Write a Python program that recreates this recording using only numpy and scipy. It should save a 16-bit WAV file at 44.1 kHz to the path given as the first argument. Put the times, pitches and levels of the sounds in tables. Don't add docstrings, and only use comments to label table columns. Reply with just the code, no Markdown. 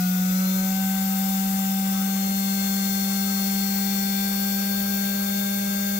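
import sys
import numpy as np
from scipy import signal
from scipy.fft import rfft, irfft, next_fast_len
from scipy.io import wavfile
from scipy.ndimage import uniform_filter1d, map_coordinates

SR = 44100
rng = np.random.default_rng(int(sys.argv[2]) if len(sys.argv) > 2 else 0)


def transcribe(u):
    v = np.clip(np.atleast_2d(u).T, -1, 1)
    q = np.round(v * 32767).astype(np.int16)
    wavfile.write(sys.argv[1], SR, q)


N = 264159
PORT_GAP_S = 0.00048

# (order, left [dB], right [dB], resonance [Hz], width [Hz])
WHINE_LINES = [(5, -51.5, -52.5, 947, 20), (6, -57, -53, 1174, 7), (7, -48, -43, 1309, 22),
               (10, -53.1, -71.9, 1945, 15), (10, -49.9, -74.9, 1967, 11), (12, -52.5, -56, 2270, 90),
               (12, -53.0, -61.3, 2359, 11), (12, -52.6, -60.6, 2332, 21), (12, -51, -52.5, 2368, 11),
               (14, -50.5, -61, 2555, 30), (14, -51.5, -63, 2735, 110), (15, -50.6, -64.4, 2895, 57),
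               (16, -52.4, -62.3, 3155, 40), (17, -53, -62, 3350, 70), (19, -45.5, -60, 3605, 80),
               (19, -52, -61, 3730, 50), (21, -50.5, -63.1, 4135, 16), (21, -47.7, -72.7, 4200, 45),
               (23, -51.5, -64.5, 4540, 21), (24, -45.5, -62.2, 4725, 43), (25, -47.0, -58.9, 4993, 37),
               (27, -46.5, -60, 5290, 90), (27, -42, -53.8, 5400, 24), (28, -50.1, -64.7, 5475, 142),
               (30, -47.0, -68.7, 5710, 27), (30, -50.5, -66, 5870, 160), (31, -47, -65.2, 5800, 150),
               (32, -42.9, -60.6, 5792, 288), (34, -45.5, -60, 6445, 75), (34, -44.7, -58.7, 6788, 55),
               (36, -48.5, -70.3, 6930, 300), (37, -43.5, -60, 7015, 130), (37, -42, -59.7, 7280, 60),
               (39, -47, -65, 7230, 150), (39, -40.5, -57.7, 7634, 40), (40, -48, -62, 7830, 30),
               (43, -51.3, -62.8, 8458, 39), (44, -43.5, -56, 8500, 50), (44, -46.5, -55, 8635, 100),
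               (45, -50.9, -59.3, 8634, 94), (47, -55.1, -63.7, 9000, 1200), (52, -47.5, -74.6, 10198, 86),
               (55, -43, -69.4, 10846, 171), (56, -45, -71.7, 10840, 170), (63, -42, -69.8, 12501, 219),
               (65, -41.3, -66.3, 12861, 58), (66, -44, -66, 12430, 130), (66, -38.8, -63.8, 13012, 59),
               (67, -45.9, -54.7, 13287, 68), (67, -43.3, -68.3, 13099, 475), (73, -39, -51, 14075, 70),
               (73, -36.1, -55.5, 14442, 66), (75, -39, -56, 14440, 90), (76, -41.5, -56, 14500, 500),
               (77, -40.5, -56, 14830, 60), (77, -35.5, -47.0, 15155, 160), (78, -37.5, -47.8, 15320, 80)]
# (order, left level [dB], right against left [dB], left port's lead beyond the port gap [rad])
STRONG_LINES = [(11, -45.4, -4, -.9), (18, -63.2, -13, -1.6), (22, -27.2, -25, 0), (29, -63.3, -25, 0),
                (33, -28.5, -19, 0), (38, -40, -20, 0)]


def amp(db):
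    return np.exp(np.asarray(db) * (np.log(10) / 20))


def unit(x):
    return x / np.sqrt(np.mean(x ** 2) + 1e-20)


def along(points, hz):
    f, v = np.transpose(points)
    return np.interp(np.log(hz + 1), np.log(f + 1), v)


def wobble(rate):
    knots = rng.standard_normal(int(N * rate / SR) + 4)
    coarse = map_coordinates(knots, [np.arange(0, N + 64, 64) * rate / SR])
    return np.interp(np.arange(N) / 64, np.arange(len(coarse)), coarse)


def filtered(x, response):
    m = next_fast_len(N + 8192)
    spectrum = rfft(x, m) * response(np.fft.rfftfreq(m, 1 / SR))
    return irfft(spectrum, m)[..., :N]


def tone(phase, lead, db):
    return np.sqrt(2) * amp(db) * np.sin([phase + lead / 2, phase - lead / 2])


def bell(hz, centre, width):
    return 1 / (1 + (2 * (hz - centre) / width) ** 2)


def response_db(rows, hz):
    return sum(np.array(db)[:, None] * bell(hz, c, w) for c, w, *db in rows)


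def random_phase():
    return rng.uniform(0, 2 * np.pi)


def patchy_noise():
    z = signal.stft(rng.standard_normal((2, N)), nperseg=512)[2]
    patches = rng.standard_normal(z.shape[1:])
    patches = uniform_filter1d(patches, size=5, axis=0)
    patches = uniform_filter1d(patches, size=12, axis=1)
    return signal.istft(z * amp(1.36 * unit(patches)), nperseg=512)[1][:, :N]


def brush_scrape(angle):
    taken = [20] + [row[0] for row in [*WHINE_LINES, *STRONG_LINES]]
    orders = np.setdiff1d(np.arange(14, 81), taken)
    return sum(amp(3.5 * wobble(1.6)) * np.sin(k * angle + random_phase()) for k in orders)


def hiss(angle):
    # (frequency [Hz], density [dB per Hz])
    left_hiss = [(20, -79), (120, -80.5), (310, -72.5), (420, -79), (1000, -83.5), (1500, -83.5),
                 (2400, -76), (4000, -77.5), (4800, -73.5), (7300, -74.5), (9000, -79), (11500, -75.5),
                 (14000, -66), (15700, -65)]
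    right_hiss = [(20, -76.5), (120, -83), (310, -81), (550, -77), (950, -80), (1500, -79.5), (2200, -75.5),
                  (3000, -86.5), (6300, -89), (7000, -99), (7800, -78), (9500, -88), (12000, -94),
                  (12700, -93), (13400, -77.5), (15500, -79)]
    # (centre [Hz], width [Hz], against the broad hiss [dB])
    peaks_and_dips = [(32.6, 5.9, 3), (190, 88, 11), (302, 48, -16), (963, 46, -7), (1220, 660, 6),
                      (1784, 153, -5), (2260, 90, -11), (2475, 99, -15), (2640, 1500, 2.5), (3015, 85, -10),
                      (3590, 113, 9.5), (3940, 90, -7), (4420, 90, 0), (5720, 36, 7), (6650, 66, -8),
                      (7220, 90, -8), (7210, 450, 7.5), (8130, 170, -3), (9000, 120, 0), (11900, 170, 5),
                      (14430, 200, 6)]
    # (frequency [Hz], left-right correlation [0 to 1])
    likeness = [(60, 0.9), (250, 0.85), (600, 0.26), (1500, 0.58), (3000, 0.1), (8000, 0.098),
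                (15000, 0.19)]

    pulsing = 1 + .07 * np.sin(angle) + .07 * np.sin(2 * angle)
    pair = patchy_noise() * pulsing + .09 * brush_scrape(angle) * np.array([[1], [.3]])

    def mid_side_mix(hz):
        turn = np.arccos(np.clip(along(likeness, hz), -1, 1)) / 2
        return np.array([np.cos(turn), np.sin(turn)])

    def colour(hz):
        early_left = np.exp(1j * np.pi * hz * PORT_GAP_S * np.array([[1], [-1]]))
        hiss_db = np.array([along(left_hiss, hz), along(right_hiss, hz)])
        return early_left * amp(hiss_db + response_db(peaks_and_dips, hz))

    mid, side = filtered(pair, mid_side_mix)
    return np.sqrt(SR / 2) * filtered(np.array([mid + side, mid - side]), colour)


def field(angle):
    field_hz = 119.9
    # (order, side [+1 above, -1 below], left [dB], right [dB])
    split_lines = [(0, 1, -58, -58), (2, -1, -65, -65), (3, -1, -68, -66), (5, -1, -66, -65),
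                   (6, 1, -63, -56), (14, -1, -57, -65), (19, -1, -54, -70)]
    out = np.zeros((2, N))
    pulse = 2 * np.pi * field_hz * np.arange(N) / SR
    for k, side, left_db, right_db in split_lines:
        level = np.array([[left_db], [right_db]]) + 1.6 * wobble(1.41) + 3.2 * wobble(16)
        phase = k * angle + side * (pulse + 0.4 * wobble(16)) + random_phase()
        out += tone(phase, rng.uniform(0, k), level)
    return out


def belt(angle):
    # (multiple of shaft speed, level [dB])
    belt_lines = [(2.76, -60), (3.76, -67)]
    return sum(tone(k * angle + 1.0 * wobble(12), 0, db + 1.1 * wobble(4.9)) for k, db in belt_lines)


def rubbing():
    # (time [s], length [s], pitch [Hz], level [dB])
    rub_events = [(1.97, .045, 1140, -52), (1.98, .045, 1295, -46), (2.02, .03, 1440, -47),
                  (2.17, .02, 1130, -52), (3.1, .05, 1120, -55), (3.14, .05, 1350, -50),
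                  (3.3, .022, 1300, -47), (3.39, .025, 1290, -45), (3.39, .03, 1130, -50),
                  (5.25, .08, 1300, -53)]
    t = np.arange(N) / SR
    rubs = np.zeros(N)
    for start, length, hz, db in rub_events:
        u = (t - start) / length
        envelope = np.exp(-np.where(u < 0, u ** 4, u ** 2))
        rough_tone = np.sin(2 * np.pi * hz * t + 1.3 * wobble(100))
        rubs += amp(db + 2.5 * wobble(70)) * envelope * rough_tone
    return np.sqrt(2) * rubs * amp([[-6], [0]])


def whine(angle, speed):
    # (centre [Hz], width [Hz], gain [dB])
    shell = [(2022.9, 34.3, -28.6), (2089.8, 37.4, -8.4), (2128.1, 10.3, -6.4), (2174, 11.7, -6.5),
             (3464.1, 15.2, -9.9), (3536.7, 7.7, -5.2), (3539.0, 131.0, 23.2), (3548.5, 6.4, 4.1),
             (3572.3, 10.0, 6.7), (4043.8, 241.5, -16.5), (4050, 70, -8), (4223.1, 90.8, -13.5),
             (4262, 20, -9.5), (4385.5, 73.0, -12.4), (5593.5, 3.8, -31.0), (5624.7, 22.5, 4.0),
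             (5711.7, 179.4, 26.5), (6035, 60, -13), (6159.9, 456.3, -17.5), (6355.7, 55.5, -11.7),
             (6390.1, 4.1, -31.0), (6438.3, 11.2, -7.0), (6521.9, 79.6, -12.4), (6974.3, 140.0, -9.8),
             (7122.8, 120.1, -8.5), (7432.2, 6.0, -3.0), (7519.4, 11.2, -31.0), (7531.8, 101.6, -9.2)]
    extra_lead = {5: -.9, 7: .8, 10: -1.5}

    lines = []
    for k, left_db, right_offset_db, lead in STRONG_LINES:
        level = left_db + np.array([[0], [right_offset_db]]) + response_db(shell, k * speed)
        lines.append((k, level, lead))

    power = {}
    for k, left_db, right_db, hz, width_hz in WHINE_LINES:
        near_db = np.maximum(10 * np.log10(bell(k * speed, hz, width_hz)), -20)
        power[k] = power.get(k, 0) + amp(2 * (np.array([[left_db], [right_db]]) + near_db))
    for k, p in power.items():
        lines.append((k, 10 * np.log10(p) + 1.6 * wobble(2.42), extra_lead.get(k, 0)))

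    out = np.zeros((2, N))
    shaken = angle + .0025 * wobble(60)
    for k, db, lead in lines:
        lead = lead + 2 * np.pi * k * speed * PORT_GAP_S + 0.6 * wobble(0.83)
        out += tone(k * shaken + random_phase(), lead, db + .9 * wobble(30))
    return out


def hum(angle, speed):
    # (order, left [dB], right [dB])
    low_orders = [(1, -19.5, -20.6), (2, -71.1, -73), (3, -65.8, -65), (4, -38.3, -32.9), (8, -37.7, -40.4)]
    # (centre [Hz], width [Hz], left gain [dB], right gain [dB])
    frame = [(187.0, 5.3, 0.8, 1.8), (194.5, 2.8, 0.9, 0.6), (218.6, 34.0, -18.1, -16.2),
             (378.6, 9.1, 9.7, 16.0), (384.2, 2.4, -13, -9), (385.4, 5.1, -6.0, -17.1),
             (395.9, 32.9, 26.5, 23.2), (562.5, 18.3, 15.4, 14.4), (570.7, 10.0, 4.6, 9.0),
             (577.1, 4.1, -11.2, -0.0), (589.9, 3.5, -0.2, -13.3), (598.5, 25.8, 17.9, 23.7),
             (733.4, 5.5, -15.8, -4.7), (745.2, 15.2, -10.9, -11.6), (754.8, 8.1, -6.4, -18.8),
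             (781.1, 13.3, -5.1, -6.2), (795.0, 11.2, -1.6, -3.8), (1475.1, 21.9, -0.6, -7.2),
             (1526.2, 12.2, -4.5, -4.5), (1540.3, 8.2, 0.9, -8.5), (1552.5, 10.8, -6.2, 3.8),
             (1553.3, 3.5, 3.5, -18.2), (1572.1, 7.2, -3.0, -2.1)]
    # (frequency [Hz], left port's lead [rad])
    frame_lead = [(182, .15), (199, .2), (365, .5), (386, .4), (389, 1.2), (397.5, 1.6), (547, .7),
                  (586, .3), (589, .5), (590.5, 1.7), (596, 1.8), (729, -.8), (765, -.2), (774, .6),
                  (781, 1.4), (787, 1.55), (792, 2.4), (795, 2.7), (1460, -1.6), (1475, -2.6), (1510, -2.7),
                  (1528, -1.5), (1539, -1.4), (1542, -3), (1550, -2.2), (1553, -1.2), (1557, -3.1),
                  (1564, -2.2), (1576, -2), (1582, -1.6), (1590, -1.6)]
    out = np.zeros((2, N))
    for k, left_db, right_db in low_orders:
        flutter_db = (0.047 + 0.092 * k) * (wobble(20) + 0.64 * wobble(55))
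        level = np.array([[left_db], [right_db]]) + response_db(frame, k * speed) + flutter_db
        phase = k * angle + random_phase() + 0.044 * wobble(30)
        out += tone(phase, along(frame_lead, k * speed), level)
    return out


def scene():
    # (time [s], speed [turns per s])
    speed_curve = [(0.0, 182.1), (0.25, 185.07), (0.55, 189.17), (0.7, 190.72), (0.85, 191.97),
                   (1.0, 192.56), (1.3, 193.21), (1.6, 193.39), (1.9, 193.76), (2.2, 194.43), (2.5, 195.51),
                   (3.0, 195.95), (3.5, 196.29), (4.0, 196.86), (4.5, 197.55), (5.0, 198.08), (5.5, 198.51),
                   (5.99, 198.72)]
    times, turns = np.transpose(speed_curve)
    speed = np.interp(np.arange(N) / SR, times, turns)
    angle = 2 * np.pi * np.cumsum(speed) / SR
    background = hiss(angle) + field(angle) + belt(angle) + rubbing()
    return background + whine(angle, speed) + hum(angle, speed)


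def record(dry):
    return filtered(dry, lambda hz: hz < 15750)


dry = scene()
out = record(dry)
transcribe(out)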